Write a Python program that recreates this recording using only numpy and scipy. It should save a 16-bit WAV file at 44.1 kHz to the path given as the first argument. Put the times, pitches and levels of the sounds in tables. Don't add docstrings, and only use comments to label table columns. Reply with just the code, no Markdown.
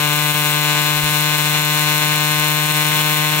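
import sys
import numpy as np
from scipy import signal
from scipy.fft import rfft, irfft
from scipy.io import wavfile
from scipy.ndimage import uniform_filter1d, map_coordinates

SR = 44100
rng = np.random.default_rng(int(sys.argv[2]) if len(sys.argv) > 2 else 0)


def dump(signal):
    limited = np.clip(np.atleast_2d(signal).T, -1, 1)
    pcm = np.round(limited * 32767).astype(np.int16)
    wavfile.write(sys.argv[1], SR, pcm)


N = 149940

MEAN_HZ = 150.6
SPLIT_HZ, SIZZLE_HZ = 4960, 11400
SHARED_LOW, SHARED_HIGH = 0.8, 0.54
# frequency in Hz, left and right gain in dB.
NOISE_TONE = [(20, -45, -55), (60, -46.5, -48), (110, -31, -37.5), (160, -29, -28), (231, -38.5, -44),
              (550, -37, -42), (655, -37.5, -46), (740, -32, -35), (1060, -40, -28), (1300, -32, -34),
              (1750, -32, -37), (2270, -26.5, -34.5), (2700, -28, -33), (3400, -28, -29.5),
              (4100, -29, -37), (4600, -38, -39), (6200, -38, -40), (7000, -32, -38), (7700, -38, -33),
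              (8800, -32, -38), (10500, -34, -40), (13200, -31, -34), (15700, -32, -32.5)]
# turns after the knock, timing spread in turns,
# relative rattle level in dB, relative tick level in dB.
SHAFT_CONTACTS = [(.045, 0.0086, -20, -11), (0.113, 0.0065, -21.5, -14), (0.296, 0.0111, -8, -3),
                  (0.379, 0.024, -14.5, -18.5), (0.722, 0.018, -5.5, -17.5)]


def undb(db):
    return 10 ** (np.asarray(db) / 20)


def unit(x):
    return x / np.sqrt(np.mean(x ** 2))


def curve(points):
    return np.interp(np.arange(N) / SR, *np.array(points).T)


def walk(rate_hz):
    hold = int(SR / rate_hz)
    steps = np.repeat(rng.standard_normal(N // hold + 1), hold)
    return unit(uniform_filter1d(uniform_filter1d(steps, hold), hold)[:N])


def colour(x, hz, db, size=4096):
    gain = undb(np.interp(np.arange(size // 2 + 1) * SR / size, hz, db))
    cepstrum = irfft(np.log(gain))
    cepstrum[1:size // 2] *= 2
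    cepstrum[size // 2 + 1:] = 0
    return signal.fftconvolve(x, irfft(np.exp(rfft(cepstrum))))[:N]


def colour_noise(pair):
    hz, *sides = np.array(NOISE_TONE).T
    per_khz = np.sqrt(SR / 2000)
    return np.array([colour(per_khz * x, hz, db) for x, db in zip(pair, sides)])


def clicks(times, sizes, order=8):
    at = times[:, None] * SR
    index = np.floor(at).astype(int) + np.arange(1 - order, order + 1)
    shape = np.sinc(index - at) * np.sinc((index - at) / order) * sizes[:, None]
    inside = (index >= 0) & (index < N)
    return np.bincount(index[inside], shape[inside], N)


def split(x, hz, kind):
    return signal.sosfilt(signal.butter(4, hz, kind, fs=SR, output="sos"), x)


def noise_pair(shared):
    return np.sqrt(shared) * rng.standard_normal(N) + np.sqrt(1 - shared) * rng.standard_normal((2, N))


def lag_right(pair, lag_s=8e-5):
    right = map_coordinates(pair[1], [np.arange(N) - lag_s * SR], order=5, mode="mirror")
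    return np.array([pair[0], right])


def passes(turns, angle):
    return np.interp(np.arange(int(turns[-1])) + angle, turns, np.arange(N) / SR)


def thumps(t, hz=52.4, rise_s=0.0061, right_db=-16):
    # start in seconds, level in dB.
    bumps = [(.935, -30), (0.963, -28), (1.028, -21), (1.975, -36), (2.382, -30)]
    out = 0
    for start, db in bumps:
        age = np.maximum(t - start, 0)
        envelope = age / rise_s * np.exp(1 - age / rise_s)
        out += undb(db) * envelope * np.sin(2 * np.pi * hz * age)
    return out * undb([[0], [right_db]])


def housing():
    # frequency in Hz, width in Hz, left and right level in dB.
    modes = [(1529, 5.3, -49, -53), (1995, 7.8, -47, -34), (3508, 20, -37.5, -51.5), (8090, 80, -46.5, -36)]
    out = 0
    for hz, width, left_db, right_db in modes:
        pole = np.exp((2j * hz - width) * np.pi / SR)
        ring = signal.lfilter([1], [1, -pole], rng.standard_normal(N)).imag
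        out += undb([[left_db], [right_db]]) * unit(ring)
    return out


def bearings(turns, depth=0.48, peak_turn=0.64, flicker_db=0.93):
    swell = 1 + depth * np.cos(2 * np.pi * (turns - peak_turn))
    swell *= undb(flicker_db * walk(29.5))
    rush = undb(-6.5) * swell * noise_pair(SHARED_LOW)
    hiss = undb(-5.5) * swell * noise_pair(SHARED_HIGH)
    return colour_noise(lag_right(split(rush, SPLIT_HZ, "low")) + split(hiss, SPLIT_HZ, "high"))


def even_tick(turns, angle=0.31, scatter_db=3.5):
    # frequency in Hz, left and right level in dB.
    tone = [(6500, -75, -75), (7800, -58, -58), (8200, -42, -43), (9300, -49, -56), (10600, -43, -55),
            (11600, -42, -55), (12600, -46, -54), (13800, -44, -52), (15700, -50, -52)]
    times = passes(turns, angle)
    sizes = undb(scatter_db * rng.standard_normal(len(times)))
    ticks = clicks(times, sizes) * SR / (2 * MEAN_HZ)
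    hz, *sides = np.array(tone).T
    return np.array([colour(ticks, hz, db) for db in sides])


def strikes(turns, contact_db, level_points, shared, scatter_db, wander_db, wander_hz=45.05):
    drift_db = curve(level_points) + wander_db * walk(wander_hz)
    hits = np.zeros(N)
    for (angle, spread, *_), db in zip(SHAFT_CONTACTS, contact_db):
        times = passes(turns, angle)
        timing, strength = rng.standard_normal((len(times), 2)).T
        sizes = undb(db + scatter_db * np.minimum(strength, 2))
        hits += clicks(times + spread / MEAN_HZ * timing, sizes)
    hits *= undb(drift_db)
    scrape_s = 0.0012
    energy = signal.lfilter([1], [1, -np.exp(-2 / (scrape_s * SR))], hits ** 2 + 1e-18)
    return hits, np.sqrt(energy) * noise_pair(shared)


def loose_shaft(turns):
    # time in seconds, relative level in dB.
    rattle_level = [(0, -1), (.35, -1.5), (.45, 1.5), (.6, -2.5), (.73, -1), (.9, -1.5), (1.0, -1),
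                    (1.35, -0.5), (1.55, 1.1), (1.95, -3.5), (2.07, 1.3), (2.2, -2), (2.28, -3.5),
                    (2.4, -2.5), (2.68, -1.5), (2.88, 1), (2.95, 4.5), (3.03, -3.5), (3.13, 1), (3.19, -3),
                    (3.26, .7), (3.4, 1)]
    # time in seconds, relative level in dB.
    tick_level = [(0, -0.5), (.35, 2.2), (.45, 3), (.65, -0.8), (.96, -2), (1.1, 1), (1.2, 0.5), (1.5, -.8),
                  (1.9, 0), (2.2, .3), (2.55, 0.3), (2.76, 2.5), (3.1, 1), (3.4, -0.5)]
    _, _, rattle_db, tick_db = np.array(SHAFT_CONTACTS).T
    _, scrape = strikes(turns, rattle_db, rattle_level, SHARED_LOW,
                        scatter_db=2.8, wander_db=1.5, wander_hz=45.43)
    rattle = undb(-3) * split(unit(scrape), SPLIT_HZ, "low")
    hits, scrape = strikes(turns, tick_db, tick_level, SHARED_HIGH, scatter_db=2.3, wander_db=1.0)
    scraped_hits = unit(unit(hits) + undb(-3) * unit(scrape))
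    ticks = undb(-6) * split(scraped_hits, [SPLIT_HZ, SIZZLE_HZ], "band")
    _, scrape = strikes(turns, tick_db, tick_level, SHARED_HIGH, scatter_db=1.3, wander_db=0.8)
    sizzle = undb(-4) * split(unit(scrape), SIZZLE_HZ, "high")
    return colour_noise(lag_right(rattle) + ticks + sizzle)


def wall_delay(x):
    # frequency in Hz, width in Hz.
    resonances = [(530, 100), (720, 210), (1950, 140)]
    for hz, width in resonances:
        radius = np.exp(-np.pi * width / SR)
        poles = np.array([1, -2 * radius * np.cos(2 * np.pi * hz / SR), radius ** 2])
        x = signal.lfilter(poles[::-1], poles, x)
    return x


def rotor(turns, jitter_s=4e-6, scatter_db=0.45, wander_db=0.8, hum_turn=0.66):
    overtones = [(-27, -35), (-31.5, -40.5), (-30, -37.5), (-29.5, -44.5), (-30, -30.5), (-23.5, -30.5),
                 (-27.5, -31), (-32, -56.5), (-25, -30.5), (-25.5, -63), (-54.5, -27.5), (-47.5, -44),
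                 (-23.5, -26.5), (-25, -43.5), (-28.5, -34), (-26.5, -27.5), (-28.5, -37), (-24, -33),
                 (-40, -31.5), (-29.5, -29), (-27.5, -44), (-33.5, -39.5), (-23.5, -44), (-39.5, -33.5),
                 (-34.5, -51), (-20.5, -72), (-39.5, -37), (-45, -41), (-35.5, -35), (-52.5, -56),
                 (-38, -55), (-61, -38), (-43, -60), (-32.5, -55), (-44, -51), (-52, -43), (-32, -49),
                 (-31, -58), (-48, -32), (-58, -56), (-50, -37), (-42, -51), (-49, -42), (-37, -44),
                 (-27.5, -68), (-39, -58), (-41, -59), (-30.5, -33), (-59, -58)]
    # time in seconds, relative level in dB.
    knock_level = [(0, 0.4), (.8, 0), (1.3, 0), (1.8, -.5), (2.3, -.5), (2.7, 0), (3.4, 0.6)]
    times = passes(turns, 0)
    timing, strength = rng.standard_normal((len(times), 2)).T
    knocks = clicks(times + jitter_s * timing, undb(-0.5 + scatter_db * strength))
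    knocks *= SR / (2 * MEAN_HZ)
    knocks = wall_delay(knocks * undb(curve(knock_level) + wander_db * walk(35.16)))
    hz = MEAN_HZ * np.arange(1, len(overtones) + 3)
    fundamental_db, top_db = -45, -61
    body = np.array([colour(-knocks, hz, np.r_[fundamental_db, db, top_db])
                     for db in np.array(overtones).T])
    hum = undb([[-18.5], [-24.5]]) * np.cos(2 * np.pi * (turns - hum_turn))
    return lag_right(body - body.mean(axis=1, keepdims=True)) + hum


def scene():
    # centre in seconds, level change in dB.
    dips = [(.335, -4.5), (.445, -1.8), (1.375, -3), (1.62, -2.5), (2.006, -4.5), (2.67, -3), (2.728, -3),
            (2.84, -3.5), (3.16, -1.8), (3.31, -2)]
    dip_s = 0.0091
    start_hz, gain_hz_per_s, ease_hz_per_s2 = 149.32, 0.985, 0.083
    t = np.arange(N) / SR
    turn_hz = start_hz + gain_hz_per_s * t - ease_hz_per_s2 * t ** 2
    turns = np.cumsum(turn_hz) / SR - 0.27
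    dips_db = sum(db * np.exp(-((t - at) / dip_s) ** 2) for at, db in dips)
    motor = undb(dips_db) * rotor(turns) + bearings(turns) + loose_shaft(turns) + even_tick(turns)
    return motor + housing() + thumps(t)


def record(dry, low_cut_hz=53, ceiling=0.95, top_hz=15750):
    x = signal.sosfilt(signal.butter(2, low_cut_hz, "high", fs=SR, output="sos"), dry)
    x = x / (1 + (x / ceiling) ** 8) ** (1 / 8)
    return signal.sosfilt(signal.ellip(12, .2, 80, top_hz, fs=SR, output="sos"), x)


dry = scene()
out = record(dry)
dump(out)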